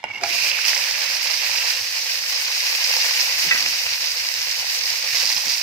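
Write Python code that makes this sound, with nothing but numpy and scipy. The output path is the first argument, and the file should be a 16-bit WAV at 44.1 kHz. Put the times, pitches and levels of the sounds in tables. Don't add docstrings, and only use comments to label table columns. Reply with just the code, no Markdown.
import sys
import numpy as np
from scipy import signal
from scipy.fft import rfft, irfft, next_fast_len
from scipy.io import wavfile
from scipy.ndimage import uniform_filter1d

SR = 44100
rng = np.random.default_rng(int(sys.argv[2]) if len(sys.argv) > 2 else 0)


def master(y):
    cut = np.clip(np.atleast_2d(y).T, -1, 1)
    pcm = np.round(cut * 32767)
    wavfile.write(sys.argv[1], SR, pcm.astype(np.int16))


N = 248046

# frequency in Hz, level in dB per Hz.
KITCHEN_COLOUR = [(59, -31), (100, -25), (367, -1), (502, -34), (2090, 4), (2420, -25), (3390, -0.5),
                  (15000, -37)]
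KITCHEN_DB = -50
# time in seconds, level in dB.
HUM_TOP = [(0, -54), (1.85, -55), (1.95, -66), (2.3, -58), (2.8, -72), (3.3, -57), (3.6, -54), (5.2, -53),
           (5.35, -70), (5.6, -85)]
HUM_HZ, HUM_HALF_WIDTH_HZ = 102, 14
HUM_FLICKER_DB, HUM_FLICKER_RATE = 16, 26
# frequency in Hz, level re the hum's top in dB.
GAPPED_BANDS = [(225, -9), (320, -4.5)]
GAP_DB, GAP_RATE = 40, 20
# centre in seconds, level in dB, time to fall to 1/e in ms.
BUMPS = [(3.470, -40, 25), (3.66, -48, 60), (.3, -57, 150), (5.255, -46, 6), (5.37, -46, 12),
         (5.475, -46, 18)]
BUMP_HZ = 300

# frequency in Hz, gain in dB, decay by 60 dB in seconds.
BOWL = [(2227, 13, 0.016), (2776, 0, 0.048), (2780, -14, .03), (890, 14, 0.018), (580, -28, .04),
        (1470, -7, 0.066), (5130, 3, 0.009), (3700, -15, 0.009)]
# time in seconds, level in dB.
SLIDE = [(0, -49), (.036, -58), (.044, -28.5), (.07, -39.5), (.105, -35.5), (.128, -42), (.15, -37.5),
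         (.19, -37.5), (.205, -37.5), (.3, -45)]
SLIDE_OTHER_DB = -6
# start in seconds, length in ms, level of the lower ring in dB,
# upper ring re the lower in dB.
SKIDS = [(.066, 10, -35, -8), (.077, 24, -39, 4), (.1035, 22, -23, -14), (.133, 12, -27, -6),
         (.142, 12, -34, 4), (.151, 20, -24, -7), (.172, 20, -33, 5)]
# low edge in Hz, high edge in Hz.
RUSTLE_BANDS = ((2000, 3100), (4700, 6000))
RUSTLE_DB, RUSTLE_TOP_DB = -9, -4
# start in seconds, peak in dB, left minus right in dB.
KNOCKS = [(.0302, -30, -8), (0.0403, -11, -8.5)]

# time in seconds, fizz level in dB, lean toward bigger bubbles in dB.
BOIL = [(.09, -56, -6), (.16, -44.5, -8), (.207, -47, -6), (.213, -39, 8), (.232, -35, 11), (.243, -31, 7),
        (.27, -28.5, 3), (.33, -23.5, 0), (.49, -21, -1.5), (.53, -27, 4.5), (.7, -21, 1), (.85, -24, 3),
        (1.25, -24.5, 2), (1.7, -22, 1.5), (1.8, -25.5, 0.5), (1.95, -25, 0), (2.3, -24.5, 0.5),
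        (2.9, -21, 1.5), (3.5, -21.5, 1.5), (3.85, -24.5, 1), (4.5, -25, 0), (4.8, -23.5, -0.5),
        (5.12, -25, 0.5), (5.45, -22.5, -2), (5.62, -24.5, -1.5)]
# frequency in Hz, level in dB per Hz.
SIZZLE = [(190, -59), (330, -42), (401, -33.5), (464, -26), (503, -15.5), (582, -20.5), (1350, -13),
          (1960, -2.5), (2660, 0.5), (3450, -10), (5010, 2), (7630, -14), (9720, -20.5), (13900, -15),
          (15800, -21.5)]
# low edge in Hz, high edge in Hz, bursts per s, size scatter in dB, burst length in ms,
# share of smooth hiss, flicker in dB.
BUBBLES = [(3460, 6590, 900, 9, 2.3, 0.77, .5), (1280, 3700, 460, 2.5, 3.7, 0.57, 0.5),
           (377, 1088, 600, 2.5, 1.6, 0.54, 1.5), (7010, 19800, 3800, 7, 2.2, 0.81, 0.85)]
SIZE_DB = (0, -5.5, -20, -8)
SIZE_LEAN = (0, 1, 1, 0.00076)
ALIKE = (.2, .2, .62, .05)
SNAP_SHARE = (0.085, 0.14, 0.1, 0.011)
SNAP_RATE, SNAP_SCATTER_DB, SNAP_MS = 55, 0, 0.75
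SURGE_DB, SURGE_RATE = .6, 18
# start in seconds, hold in seconds,
# rise in dB.
STIRS = [(5.131, 0.071, 5), (5.276, 0.01, 1.5), (5.44, 0.043, 1.5)]
STIR_ATTACK_S, STIR_T60_S = 0.032, 0.08
# frequency in Hz, left minus right in dB.
PORTS = [(60, 1.0), (110, 3), (200, -7), (380, -6), (700, -3), (1290, -5.5), (2380, -7.5), (4400, -4),
         (8120, -2.5), (15000, 1.5)]
# time in seconds, left minus right of the fizz in dB (used re its mean),
# left minus right of the spits in dB, left lag in samples.
DRIFT = [(0.3, -4.5, -8, 2), (1.3, -5, -8.5, 2), (1.7, -4, -5.5, 2), (2.2, -3, -4.5, -6),
         (2.6, -2.5, -3.5, -7), (3.7, -2.5, -3.5, -7), (4.3, -3, -5, -6), (4.9, -3.5, -6, -5),
         (5.15, -4.5, -8, 1), (5.6, -4.5, -8, 1)]

# frequency in Hz, gain in dB, decay by 60 dB in seconds.
PAN = [(392, -20, 0.25), (520, -16, 0.2), (692, -11, 0.35), (785, -7, 0.13), (815, -4, 0.13),
       (975, -9, .07), (1440, -3, 0.05), (1680, -3, .04), (2300, 13, 0.012), (4030, -2, .015),
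       (4900, 9, 0.014), (5780, 5, .015)]
# start in seconds, peak in dB, left minus right in dB.
THUDS = [(.2118, -22, -6), (0.2358, -6, -6.5), (.2383, -8, -6.5), (.2478, -21, -6.5), (.2595, -17, -6.5),
         (.2668, -22, -6.5)]
PATTER_S, PATTER_DB, PATTER_ATTACK_S, PATTER_T60_S = 0.203, -32, 0.025, 0.75
RUSH_S, RUSH_DB, RUSH_ATTACK_S, RUSH_HOLD_S, RUSH_T60_S = .285, -29.5, 0.03, 0.28, 0.3
RUSH_START_HZ, RUSH_TOP_HZ, RUSH_RISE_S, RUSH_SAG_HZ_PER_S = 2350, 2600, .06, 600
RUSH_WIDTH_HZ = 450

# time in seconds, peak in dB, ring in Hz, thump re peak in dB.
SPITS = [(0.3504, -14, 4880, -16), (0.4514, -15, 2470, -25), (0.4694, -11, 2460, -28),
         (0.482, -18, 2320, -29), (0.4884, -14, 2500, -30), (0.5152, -10.5, 2820, -39),
         (0.6439, -12, 2600, -31), (0.653, -11, 2680, -29), (0.6634, -16, 5200, -25),
         (0.7118, -12, 5330, -27), (0.7318, -9.5, 1980, -20), (0.7474, -7.5, 5340, -25),
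         (0.7654, -13, 2160, -16), (0.777, -8, 5270, -24), (0.91, -9, 5370, -23), (1.3029, -15, 5450, -12),
         (1.5848, -12.5, 2670, -17), (1.7095, -12.5, 2580, -31), (2.117, -12, 5180, -32),
         (2.6194, -14, 4760, -28), (2.7074, -23, 5280, -22), (2.7944, -29, 5340, -28),
         (2.8416, -8, 5200, -39), (2.8684, -19, 4910, -29), (2.9064, -18, 4750, -9),
         (2.9374, -17, 4740, -9), (2.9655, -5.5, 5100, -17), (2.9854, -14, 4840, -16),
         (3.0204, -11, 5330, -18), (3.1852, -21, 5000, -31), (3.6172, -20, 4600, -26),
         (3.6618, -9, 4900, -30), (3.7379, -20, 4900, -27), (3.8154, -16, 2700, -22),
         (3.8364, -19, 5170, -21), (3.8654, -8, 2500, -25), (3.936, -11, 4300, -32),
         (4.1054, -20, 5270, -24), (4.2876, -6.5, 5000, -27), (4.3395, -11, 5190, -36),
         (4.4094, -19, 2280, -31), (4.9194, -18, 5120, -24), (5.1978, -13, 5270, -30),
         (5.217, -12, 5140, -30), (5.2246, -11, 5070, -35), (5.2304, -19, 4570, -25),
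         (5.2364, -10, 4900, -28), (5.255, -5, 5070, -33), (5.2657, -12, 5000, -23),
         (5.2889, -16, 4170, -18), (5.2918, -9, 5000, -32), (5.3004, -15, 5100, -13.5),
         (5.3644, -8.5, 5140, -20), (5.38, -11, 4850, -16.5), (5.4364, -20, 5200, -12),
         (5.457, -13, 5360, -22), (5.4684, -14, 5350, -17), (5.4823, -7.5, 4970, -22),
         (5.5047, -16, 5050, -22), (5.5483, -11, 5130, -32), (0.589, -18, 1580, -27),
         (1.495, -24, 920, -20), (3.11, -24.5, 1040, -20), (3.6618, -7, 2340, -27)]
SPIT_DELAY_S = .0006
THUMP_HZ = 895
CRACK_RATIO, CRACK_DB = 2.1, -27
PLOP_RATE, PLOP_HZ, PLOP_SPREAD, PLOP_DB, PLOP_SCATTER_DB = 3, 1100, .25, -30, 2.5
LOW_PAN_DB = -6
RING_MS, RISE_MS, RING_SLOPE, RISE_SLOPE = 1.2, .5, .5, .9

# frequency in Hz, gain in dB, decay by 60 dB in seconds.
LADLE = [(1975, 0, .05), (1350, -17, .06), (1600, -12, .08), (1870, -10, .09), (2250, -10, .07),
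         (2580, -4, .08), (3580, -11, .04)]
# start in seconds, peak in dB, left minus right in dB.
CLANKS = [(3.5105, -7, -5), (3.51355, -6.5, -5), (3.5232, -12, -5), (3.541, -18, -5), (3.559, -16, -5),
          (3.576, -21, -5)]
SCRAPE_S, SCRAPE_DB, SCRAPE_ATTACK_S, SCRAPE_HOLD_S, SCRAPE_T60_S = 3.52, -30.5, 0.0061, .05, .8

NOTCH_HZ, NOTCH_WIDTH_HZ = 9790, 350
SQUASH = .6
TOP_HZ = 15600


def undb(db):
    return 10 ** (np.asarray(db) / 20)


def unit(x):
    return x / np.sqrt(np.mean(x ** 2))


def shape(x, table):
    size = next_fast_len(N)
    points_hz, points_db = np.array(table).T
    log_hz = np.log(np.maximum(np.arange(size // 2 + 1) * SR / size, 1))
    gain = undb(np.interp(log_hz, np.log(points_hz), points_db))
    return irfft(rfft(x, size) * gain, size)[..., :N]


def band(x, low_hz, high_hz, order=2):
    edges = [low_hz, min(high_hz, .45 * SR)]
    return signal.sosfilt(signal.butter(order, edges, "bandpass", fs=SR, output="sos"), x)


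def walk(rate):
    hold = int(SR / rate)
    steps = np.repeat(rng.standard_normal(N // hold + 1), hold)[:N]
    slewed = uniform_filter1d(steps, hold)
    return unit(slewed - uniform_filter1d(slewed, 4 * hold))


def curve(table):
    s, *columns = np.transpose(table)
    return [np.interp(np.arange(N) / SR, s, column) for column in columns]


def swell(s, attack_s, hold_s, t60_s):
    t = np.arange(N) / SR - s
    return np.clip(t / attack_s, 0, 1) * undb(-60 * np.maximum(t - attack_s - hold_s, 0) / t60_s)


def fade(x, ms):
    return signal.lfilter([1], [1, -np.exp(-1000 / (ms * SR))], x)


def bursts(rate, scatter_db, ms):
    size = np.minimum(rng.exponential(size=N), 4)
    starts = rng.random(N) < rate / SR
    power = fade(starts * undb(2 * scatter_db * size), ms)
    return power / power.mean()


def ring(push, modes):
    out = 0
    for hz, db, t60 in modes:
        pole = np.exp(2j * np.pi * hz / SR - np.log(1000) / (t60 * SR))
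        out = out + undb(db) * signal.lfilter([1], [1, -pole], push).imag
    return out


def sides(x, pan_db):
    return x * undb(np.multiply.outer([.5, -.5], pan_db * np.ones(N)))


def pair(alike, size=N):
    shared, left, right = rng.standard_normal((3, size))
    return np.sqrt(alike) * shared + np.sqrt(1 - alike) * np.array([left, right])


def blow(hit, modes, push_ms, tick, crack_db, rise_ms=1.0):
    s, db, pan_db = hit
    out, size, i = np.zeros((2, N + SR)), SR // 2, int(s * SR)
    ms = np.arange(size) * 1000 / SR
    rough = (1 - np.exp(-ms / rise_ms)) * np.exp(-ms / push_ms) * pair(0.55, size=size)
    push = tick * (ms == 0) + rough
    lowest = min(hz for hz, *_ in modes)
    metal = band(ring(push, modes), .97 * lowest, 12000, order=4)
    crack = undb(crack_db) * band(push, lowest, 6500, order=4)
    sound = metal + crack
    out[:, i:i + size] = sound / np.abs(sound).max(axis=1, keepdims=True)
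    return sides(out[:, :N] * undb(db), pan_db)


def broken_low_noise():
    top_db = curve(HUM_TOP)[0]
    flicker_db = HUM_FLICKER_DB * (np.tanh(2 * walk(HUM_FLICKER_RATE)) - 1)
    hum = unit(band(pair(0.57), HUM_HZ - HUM_HALF_WIDTH_HZ, HUM_HZ + HUM_HALF_WIDTH_HZ))
    out = hum * undb(top_db + flicker_db)
    for hz, db in GAPPED_BANDS:
        gap_db = GAP_DB * (np.tanh(2 * walk(GAP_RATE) - 1) - 1) / 2
        noise = unit(band(pair(.6), hz / 1.12, hz * 1.12, order=3))
        out = out + noise * undb(top_db + db + gap_db)
    return out


def kitchen():
    t = np.arange(N) / SR
    shake = sum(undb(db) * np.exp(-((t - s) * 1000 / ms) ** 2) for s, db, ms in BUMPS)
    bumps = unit(band(pair(0.97), BUMP_HZ / 3, BUMP_HZ * 1.4)) * shake
    room = unit(band(shape(pair(0.13), KITCHEN_COLOUR), 433, 16000, order=8)) * undb(KITCHEN_DB)
    return bumps + room


def skids():
    t, sing, rustle = np.arange(N) / SR, 0, 0
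    low_stutter, upper_stutter = undb(2.0 * walk(250)), undb(2.6 * walk(400))
    for s, ms, db, upper_db in SKIDS:
        part = np.clip((t - s) * 1000 / ms, 0, 1)
        detune = 1 + 0.013 * rng.standard_normal(2)
        low = np.sin(2 * np.pi * BOWL[0][0] * detune[0] * (t - s)) * low_stutter
        upper = np.sin(2 * np.pi * BOWL[1][0] * detune[1] * (t - s)) * upper_stutter
        sing = sing + undb(db) * np.sin(np.pi * part ** 0.9) ** 2.1 * (low + undb(upper_db) * upper)
        rustle = rustle + undb(db + max(upper_db, -8) + RUSTLE_DB) * np.sin(np.pi * part) ** 2
    low_band = unit(band(pair(.4), *RUSTLE_BANDS[0]))
    top_band = unit(band(pair(.3), *RUSTLE_BANDS[1]))
    return sing + rustle * (low_band + undb(RUSTLE_TOP_DB) * top_band)


def bowl():
    t = np.arange(N) / SR
    moving = np.clip((SLIDE[-1][0] - t) / 0.064, 0, 1) * undb(1.7 * walk(89.4))
    rub = unit(ring(pair(0.2), BOWL[:3])) + undb(SLIDE_OTHER_DB) * unit(ring(pair(0.65), BOWL[3:]))
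    slide = rub * undb(curve(SLIDE)[0]) * moving
    knocks = sum(blow(hit, BOWL, 1.5, 4.8, 4.3) for hit in KNOCKS)
    return sides(slide, -3.1) + sides(skids(), -5) + knocks


def frying():
    fizz_db, lean_db = curve(BOIL)
    for s, hold, rise_db in STIRS:
        fizz_db = fizz_db + rise_db * swell(s, STIR_ATTACK_S, hold, STIR_T60_S)
    surge_db, out = SURGE_DB * walk(SURGE_RATE), 0
    snaps = bursts(SNAP_RATE, SNAP_SCATTER_DB, SNAP_MS)
    for size, alike, share, db, lean in zip(BUBBLES, ALIKE, SNAP_SHARE, SIZE_DB, SIZE_LEAN):
        low, high, rate, scatter_db, ms, hiss, flicker_db = size
        power = hiss + (1 - hiss) * bursts(rate, scatter_db, ms) + share * snaps
        puffs = pair(alike) * np.sqrt(power)
        level_db = fizz_db + db + lean * lean_db + surge_db + flicker_db * walk(32)
        out = out + unit(band(shape(puffs, SIZZLE), low, high, order=4)) * undb(level_db)
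    ports = np.array(PORTS)
    out = np.array([shape(out[0], ports * [1, .5]), shape(out[1], ports * [1, -.5])])
    onset = np.clip((np.arange(N) / SR - BOIL[0][0]) / 0.0021, 0, 1)
    pan_db = curve(DRIFT)[0]
    return sides(out * onset, pan_db - pan_db.mean())


def steam_rush():
    t = np.arange(N) / SR - RUSH_S
    rise_hz = np.interp(t, [0, RUSH_RISE_S], [RUSH_START_HZ, RUSH_TOP_HZ])
    hz = rise_hz - RUSH_SAG_HZ_PER_S * np.clip(t - RUSH_RISE_S, 0, 1)
    lowpass = signal.butter(2, RUSH_WIDTH_HZ / 2, fs=SR, output="sos")
    slow = signal.sosfilt(lowpass, pair(0.25) + 1j * pair(0.17))
    hiss = unit((slow * np.exp(2j * np.pi * np.cumsum(hz) / SR)).real)
    return hiss * undb(RUSH_DB) * swell(RUSH_S, RUSH_ATTACK_S, RUSH_HOLD_S, RUSH_T60_S)


def landing():
    patter = unit(ring(pair(0.49) * np.sqrt(bursts(150, 3.9, 5.3)), PAN[:3]))
    patter = patter * undb(PATTER_DB) * swell(PATTER_S, PATTER_ATTACK_S, 0, PATTER_T60_S)
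    thuds = sum(blow(hit, PAN, 1.3, 6, 17, rise_ms=.2) for hit in THUDS)
    return thuds + sides(patter, -2.5) + sides(steam_rush(), -13)


def add_bubble(out, s, hz, db, pan_db):
    rise_ms, ring_ms = RISE_MS * (hz / 1000) ** -RISE_SLOPE, RING_MS * (hz / 1000) ** -RING_SLOPE
    ms = np.arange(1024) * 1000 / SR
    burst = np.sin(2 * np.pi * hz * ms / 1000) * (1 - np.exp(-ms / rise_ms)) * np.exp(-ms / ring_ms)
    burst = burst / np.abs(burst).max() * undb(db)
    i = int(s * SR)
    out[0, i:i + 1024] += burst * undb(pan_db / 2)
    out[1, i:i + 1024] += burst * undb(-pan_db / 2)


def spits():
    out = np.zeros((2, N + 2048))
    span_s = N / SR - RUSH_S
    for _ in range(int(PLOP_RATE * span_s)):
        s = RUSH_S + rng.random() * span_s
        db = PLOP_DB + PLOP_SCATTER_DB * rng.standard_normal()
        hz = PLOP_HZ * np.exp(PLOP_SPREAD * rng.standard_normal())
        add_bubble(out, s, hz, db, LOW_PAN_DB)
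    pan_db = curve(DRIFT)[1]
    for s, db, hz, thump_db in SPITS:
        pan, s = pan_db[int(s * SR)], s + SPIT_DELAY_S
        crack_hz = hz / CRACK_RATIO if hz > BUBBLES[0][0] else hz * CRACK_RATIO
        add_bubble(out, s, hz, db, pan)
        add_bubble(out, s, crack_hz, db + CRACK_DB, pan)
        add_bubble(out, s, THUMP_HZ, db + thump_db, LOW_PAN_DB)
    return band(out[:, :N], 420, 16000, order=4)


def ladle():
    clanks = sum(blow(hit, LADLE, 3., 30, 2) for hit in CLANKS)
    drag = unit(ring(pair(.6) * np.sqrt(bursts(200, 4, 1.5)), LADLE))
    scrape = drag * undb(SCRAPE_DB) * swell(SCRAPE_S, SCRAPE_ATTACK_S, SCRAPE_HOLD_S, SCRAPE_T60_S)
    return clanks + sides(scrape, CLANKS[0][2])


def scene():
    out = broken_low_noise() + kitchen() + bowl() + frying() + landing() + spits() + ladle()
    lag = np.round(curve(DRIFT)[2]).astype(int)
    late = np.clip(np.arange(N) - lag, 0, N - 1)
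    return np.array([out[0, late], out[1]])


def record(dry):
    dip = signal.lfilter(*signal.iirpeak(NOTCH_HZ, NOTCH_HZ / NOTCH_WIDTH_HZ, fs=SR), dry)
    port = signal.sosfilt(signal.butter(2, 70, "highpass", fs=SR, output="sos"), dry - dip)
    rounded = np.tanh(SQUASH * port) / SQUASH
    return signal.sosfilt(signal.ellip(10, .2, 80, TOP_HZ, fs=SR, output="sos"), rounded)


dry = scene()
out = record(dry)
master(out)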